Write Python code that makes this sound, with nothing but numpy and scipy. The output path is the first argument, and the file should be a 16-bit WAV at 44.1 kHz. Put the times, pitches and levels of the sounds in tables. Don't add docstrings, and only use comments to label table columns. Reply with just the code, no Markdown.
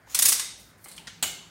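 import sys
import numpy as np
from scipy import signal
from scipy.fft import irfft
from scipy.io import wavfile
from scipy.ndimage import uniform_filter1d

SR = 44100
rng = np.random.default_rng(int(sys.argv[2]) if len(sys.argv) > 2 else 0)


def volts(x):
    e = np.asarray(x, float) / 20
    return 10 ** e


def master(y):
    cut = np.clip(np.atleast_2d(y).T, -1, 1)
    pcm = np.round(cut * 32767)
    wavfile.write(sys.argv[1], SR, pcm.astype(np.int16))


N = 66150

# f/Hz, level/dB per Hz
AIR = [(25, -26), (70, -11.5), (170, -1.5), (400, -9.5), (1200, -11.5), (2050, -11.5), (2650, -21),
       (16000, -34.5)]
AIR_DB = -59
# f/Hz, width/Hz, level/dB
RUMBLE = [(55, 5.2, -63), (100.6, 4.6, -67.5), (119, 8, -73)]
# t/s, level/dB
HUM = [(0, -70.5), (.8, -68), (.95, -59.5), (1.2, -62), (1.4, -62.5), (1.5, -56)]
HUM_HZ, HUM_WIDTH_HZ = 168, 8

# t/s, level/dB
SLIDE = [(.05, -93), (.07, -67.5), (.096, -56), (.101, -50), (.14, -47.5), (.15, -79), (.17, -120)]
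# f/Hz, level/dB
SLIDE_COLOUR = [(900, -16), (1500, -12.5), (5300, -12), (16000, -14)]
SLIDE_HZ, SLIDE_WIDTH_HZ, SLIDE_RING_DB = 6900, 600, -3
# t/s, level/dB
RUSTLE = [(.5, -100), (.6, -63), (.7, -64.5), (.74, -85), (.79, -69), (.84, -57.5), (1.02, -71),
          (1.06, -71.5), (1.5, -74)]
# t/s, level/dB
SCRAPE = [(.86, -110), (.885, -59), (.92, -56.5), (.96, -59.5), (1.0, -58), (1.04, -81), (1.07, -110)]
# f/Hz, width/Hz, level/dB
SCRAPE_RINGS = [(4270, 740, 0), (8370, 610, -2)]

# t/s, peak level/dB, rise/s, chatter/s, tilt/dB per octave
KNOCKS = [
    (.072, -41.5, .0006, .002, -7),
    (.858, -33.5, 0.00084, .001, -2.5),
    (.993, -40.5, 0.0023, 0.0036, -7),
    (1.238, -36, 0.0027, 0.0075, -2.5),
]
# t/s, peak level/dB, rise/s, chatter/s, tilt/dB per octave
DETENTS = [
    (0.1483, -7, 0.0034, 0.0013, -2.5),
    (.1892, -2, 0.00064, 0.0017, 1.5),
    (0.2235, -0.5, 0.0021, 0.0026, 0.4),
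    (0.2565, 1, 0.0013, 0.0011, 1.2),
    (.2866, 0, 0.0043, 0.002, 2.5),
    (0.322, -5, 0.0027, 0.0026, -1.43),
    (.396, -13.5, 0.0011, 0.00088, -3),
]
# t/s, peak level/dB, rise/s, chatter/s, tilt/dB per octave
REBOUNDS = [(0.145, -28, .0012, 0.0014, -2), (.151, -7.5, .0004, 0.0016, 0.5),
            (0.1556, -11.5, .0003, 0.00054, 2), (.193, -9, .0008, .002, -2.5),
            (0.197, -10.5, 0.00037, 0.0014, 0), (0.2273, -8, 0.0005, .001, 7),
            (0.2316, -13, .0005, .001, 9), (.253, 0, 0.00092, 0.0018, 1), (.259, -6, 0.000503, 0.002, 4),
            (.2625, -9.5, 0.00028, 0.0014, -4), (.2885, -5, 0.00047, 0.0012, 0),
            (0.2929, -6.5, 0.00021, .0004, -0.5), (.298, -8, 0.00045, .001, 2),
            (0.3268, -4, 0.00047, 0.00078, 0.5), (0.328, -16, 0.0005, 0.00075, 6)]
# t/s, peak level/dB, rise/s, chatter/s, tilt/dB per octave
TICKS = [(.578, -46, .002, 0.0059, 13), (.598, -37.5, 0.0062, 0.0097, 5), (.669, -64, 0.0022, 0.00081, 5),
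         (.686, -66, 0.0019, 0.0012, 4.5), (.698, -54, 0.0012, .003, -5.5),
         (0.778, -51, 0.00078, 0.0025, 4), (0.8409, -31, 0.0005, 0.0017, 6.5),
         (.8445, -34, 0.00022, 0.0012, 4.5), (0.8837, -30.5, 0.00079, 0.0019, 2.5),
         (0.915, -33.5, 0.0017, 0.0045, -2), (0.9642, -35, 0.0013, 0.0027, -1.5),
         (1.012, -63, 0.00052, 0.0012, 9)]
# t/s, peak level/dB, rise/s, chatter/s, tilt/dB per octave
CATCH = [
    (.979, -28.5, .0002, 0.0011, 0.5),
]
# t/s, peak level/dB, rise/s, chatter/s, tilt/dB per octave
LEVER = [
    (1.0709, -28, 0.0012, 0.0046, 0),
    (1.0767, -31.5, .0004, 0.0014, -2),
]
# t/s, peak level/dB, rise/s, chatter/s, tilt/dB per octave
LOCK = [
    (1.2255, -10, 0.00034, 0.0002, -2.5),
    (1.2268, -10.5, 0.00032, 0.00036, 15),
    (1.2282, -10, 0.0004, 0.00021, -3),
    (1.2306, -13, 0.00016, 0.00037, -1),
    (1.2338, -11, 0.00026, 0.00037, 0.5),
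    (1.2367, -16.5, 0.00038, 0.0003, 6.5),
    (1.2381, -14, 0.00027, 0.00032, 10),
]

# f/Hz, level/dB
KNOCK_CRACK = [(150, -30), (500, -23.5), (950, -5), (2200, -10.5), (3000, -7.5), (16000, -41)]
DETENT_CRACK = [(100, -41), (400, -36.5), (900, -17), (2000, -12.5), (3100, -10), (4000, -5.5),
                (10500, -0.5), (16000, -7.5)]
TICK_CRACK = [(300, -44), (2000, -10.5), (4200, -2), (6500, -3), (8500, 3.5), (10000, 5), (12500, -4.5),
              (16000, -11.5)]
CATCH_CRACK = [(200, -30), (700, -15), (2000, -11), (3150, 2), (4400, -7), (6500, -11), (10000, -16),
               (16000, -26)]
LEVER_CRACK = [(200, -15), (700, -21), (1600, -4), (3500, -4), (6200, -6.5), (9000, -11), (16000, -43)]
LOCK_CRACK = [(150, -48), (500, -38), (1000, -25), (2000, -13), (3050, 5), (5250, -8), (7300, 0),
              (16000, -9)]
# f/Hz, level/dB, t60/s
KNOCK_MODES = [(650, -12, .03), (930, 0, .015), (2140, -4, .012)]
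DETENT_MODES = [(3825, 2.5, .012), (4270, -2.5, .008), (6600, -1.5, 0.0094), (7040, 10.5, 0.0202),
                (8600, 6, .01), (9360, 14, .0035), (11000, 11.5, .003)]
TICK_MODES = [(2060, -10, 0.019), (4170, -6.5, 0.03), (8200, -27, .015), (8780, 0.5, 0.016),
              (9800, -7, 0.0053)]
CATCH_MODES = [(3050, -3, .008), (3230, -1, .009), (4300, -16, .005)]
LEVER_MODES = [(2050, -21, 0.014), (4140, -7, 0.0014), (6260, -9, 0.0042)]
LOCK_MODES = [(660, -24, .05), (2900, 3, .005), (3240, 1, .005), (4700, -8, .004), (7000, 0, .005),
              (7500, 1, .006), (8460, -1, .004), (11000, -5, .002)]

RING_DB = (-10, -6, -3, -11.5, -4, 0, -9.5)
BLOW_DB = (1.7, 6, 13, 4.9, 14, 15, 4)
ECHO_DB = (-2.5, -2, -5.5, -0.5, -7.5, -5, -7)
ROOM_DB = (-0.5, 0.8, -0.5, 0.5, -2.5, -4.5, -12)
DETUNE = 0.03

# f/Hz, level/dB, t60/s
TUBE = [(1975, -44, .14), (2060, -49, .1), (3690, -38, .13), (3810, -39, .13), (4440, -41, .08),
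        (6500, -38, .06), (8370, -36, .1), (8575, -34, .14)]
LAST_RING_DB = 11
WOBBLE_RAD, WOBBLE_S = 1.3, 0.012

# t/s, level/dB
EARLY = [(.0014, 2), (.003, -0.5), (.0044, -5.5), (.0052, 0), (.0072, -10.5), (.0082, -2), (.0105, -36),
         (0.014, -12.5), (0.015, -12), (0.0215, -9.5), (.029, -9)]
SMEAR_S, SMEAR_GROWTH = 0.0007, 0.12
# f/Hz, t60/s
SHOP = [(300, 0.85), (790, 0.47), (2090, 0.64), (5510, 0.59), (10000, 0.39), (16000, 0.26)]
TAIL_DB, TAIL_RISE_S = 2.5, 0.005
LOW_CUT_HZ, EDGE_HZ, LIMIT = 59, 15900, 0.83


def evened(x):
    return x / np.sqrt(np.mean(x ** 2) + 1e-20)


def read(points, hz):
    f, value = np.transpose(points)
    return np.interp(np.log(hz + 1), np.log(f + 1), value)


def curve(points):
    s, db = np.transpose(points)
    return volts(np.interp(np.arange(N) / SR, s, db))


def causal(points):
    log_gain = np.log(volts(read(points, abs(np.fft.fftfreq(4096, 1 / SR)))))
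    h = np.fft.ifft(np.exp(np.conj(signal.hilbert(log_gain)))).real[:2048]
    return h / np.linalg.norm(h)


def resonate(x, hz, width):
    r = np.exp(-np.pi * width / SR)
    return signal.lfilter([1 - r * r], [1, -2 * r * np.cos(2 * np.pi * hz / SR), r * r], x)


def add(mix, at, sound):
    mix[at:at + len(sound)] += sound


def friction():
    return rng.standard_normal(N) * volts(3.2 * np.minimum(rng.exponential(1, N), 3.5))


def air():
    frames, hz = N // 256 + 5, np.fft.rfftfreq(1024, 1 / SR)
    real, imag, patches = rng.standard_normal((frames, 513, 3)).T
    patches = uniform_filter1d(patches, size=12, axis=0)
    patches = evened(uniform_filter1d(patches, size=14, axis=1))
    z = (real + 1j * imag) * volts(read(AIR, hz)[:, None] + 2.1 * patches)
    vent = evened(signal.istft(z, nperseg=1024, noverlap=768)[1][:N])
    hum = evened(resonate(rng.standard_normal(N), HUM_HZ, HUM_WIDTH_HZ))
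    rumble = sum(volts(db) * evened(resonate(rng.standard_normal(N), f, width)) for f, width, db in RUMBLE)
    return rumble + volts(AIR_DB) * vent + curve(HUM) * hum


def slide():
    grit = friction()
    hiss = evened(signal.oaconvolve(grit, causal(SLIDE_COLOUR))[:N])
    ring = evened(resonate(grit, SLIDE_HZ, SLIDE_WIDTH_HZ))
    cloth = np.diff(hiss, prepend=0)
    return curve(RUSTLE) * cloth + curve(SLIDE) * (hiss + volts(SLIDE_RING_DB) * ring)


def echoes(level_db, grains):
    early = np.zeros(2600)
    direct = (0.00061, -level_db)
    for (s, db), grain in zip([direct] + EARLY, grains):
        lag_s = np.interp(np.linspace(0, 23, 257), np.arange(24), grain) * (SMEAR_S + SMEAR_GROWTH * s)
        phase = 2 * np.pi * np.cumsum(lag_s) * SR / 512
        add(early, round(s * SR), volts(db + level_db) * irfft(np.exp(-1j * phase)))
    return early


def part(hits, crack, modes, ring_db, blow_db, echo_db, room_db):
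    grains_per_s, spread_db = 9000, 6.5
    t, after = np.arange(-400, 1600) / SR, np.arange(4000) / SR
    near, blows = out = np.zeros((2, N + 9000))
    draws = rng.random((len(hits), 4, len(t)))
    scatter = rng.random((len(hits), len(EARLY) + 1, 24))
    for (s, db, rise, chatter, tilt_db), (u, e, sign, off), place in zip(hits, draws, scatter):
        growth, decay = np.exp(-(t / max(rise, 1e-4)) ** 2), np.exp(-t / max(chatter, 1e-4))
        grains = (u < grains_per_s / SR) * volts(-spread_db * np.log(e + 0.014)) * np.sign(sign - 0.5)
        grains[400] = volts(blow_db)
        impacts = np.where(t < 0, growth, decay) * grains

        ring = np.zeros(len(after))
        for (hz, mode_db, t60), o in zip(modes, off):
            tone = np.sin(2 * np.pi * hz * (1 + DETUNE * (2 * o - 1)) * after)
            ring += volts(mode_db - 60 * after / t60) * tone / np.sqrt(t60)
        body = volts(ring_db) * ring / np.linalg.norm(ring)
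        body[:2048] += causal([(hz, d + tilt_db * np.log2(hz / 4000)) for hz, d in crack])

        at = round(s * SR)
        burst = signal.fftconvolve(impacts / np.linalg.norm(impacts), body)
        add(near, at - 400, volts(db) * signal.fftconvolve(burst, echoes(echo_db, place)))
        add(blows, at, volts(db + room_db) * body)
    return out[:, :N]


def tube():
    t, out = np.arange(SR // 2) / SR, np.zeros(N + SR)
    for (s, hit_db, *_), phases in zip(DETENTS, rng.random((len(DETENTS), len(TUBE)))):
        drift = rng.standard_normal((len(TUBE), len(t)))
        drift = uniform_filter1d(drift, size=round(WOBBLE_S * SR), axis=1)
        wobble = WOBBLE_RAD * evened(drift)
        ring = sum(volts(db - 60 * t / t60) * np.sin(2 * np.pi * (hz * t + p) + w)
                   for (hz, db, t60), p, w in zip(TUBE, phases, wobble))
        level_db = hit_db + LAST_RING_DB * (s == DETENTS[-1][0])
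        add(out, round(s * SR), volts(level_db) * ring * np.minimum(t / 0.0017, 1))
    return out[:N]


def shop(near, blows):
    taps = np.zeros((3, SR))
    at = np.arange(0, SR - 10, 10) + rng.integers(0, 10, (3, SR // 10 - 1))
    np.put_along_axis(taps, at, rng.choice([-1., 1.], at.shape), 1)
    hz, t, z = signal.stft(taps, SR, nperseg=256)
    decay = volts(-60 * t / read(SHOP, hz)[:, None])
    tail = signal.istft(z * decay, SR, nperseg=256)[1][:, :SR]
    tail = tail * (1 - np.exp(-(np.arange(SR) / SR / TAIL_RISE_S) ** 2))
    cycle = 9 * np.arange(N) / SR + np.arange(3)[:, None] / 3
    turn = np.cos(2 * np.pi * cycle) * np.sqrt(2 / 3)
    late = signal.fftconvolve(blows * turn, tail / np.linalg.norm(tail[0]), axes=1).sum(0)[:N]
    return near + volts(TAIL_DB) * late


def scrape():
    grit = friction()
    return curve(SCRAPE) * sum(volts(db) * evened(resonate(grit, hz, width)) for hz, width, db in SCRAPE_RINGS)


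def scene():
    parts = zip((DETENTS, TICKS, KNOCKS, LEVER, LOCK, CATCH, REBOUNDS),
                (DETENT_CRACK, TICK_CRACK, KNOCK_CRACK, LEVER_CRACK, LOCK_CRACK, CATCH_CRACK, DETENT_CRACK),
                (DETENT_MODES, TICK_MODES, KNOCK_MODES, LEVER_MODES, LOCK_MODES, CATCH_MODES, DETENT_MODES),
                RING_DB, BLOW_DB, ECHO_DB, ROOM_DB)
    near, blows = volts(7) * sum(part(*p) for p in parts)
    rub, ring = slide() + scrape(), tube()
    near = near + volts(-0.1) * rub + volts(4.0) * ring
    blows = blows + volts(-9.5) * rub + ring
    return (shop(near, blows) + air())[None]


def roll_off(x):
    return signal.sosfilt(signal.butter(12, 17150, fs=SR, output="sos"), x)


def record(dry):
    low_cut = signal.butter(4, LOW_CUT_HZ, "high", fs=SR, output="sos")
    x = LIMIT * np.tanh(signal.sosfilt(low_cut, dry) / LIMIT)
    edge = signal.firwin(511, EDGE_HZ, window=("kaiser", 9), fs=SR)
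    x = signal.oaconvolve(x, edge[None], "same")
    return roll_off(x)


dry = scene()
out = record(dry)
master(out)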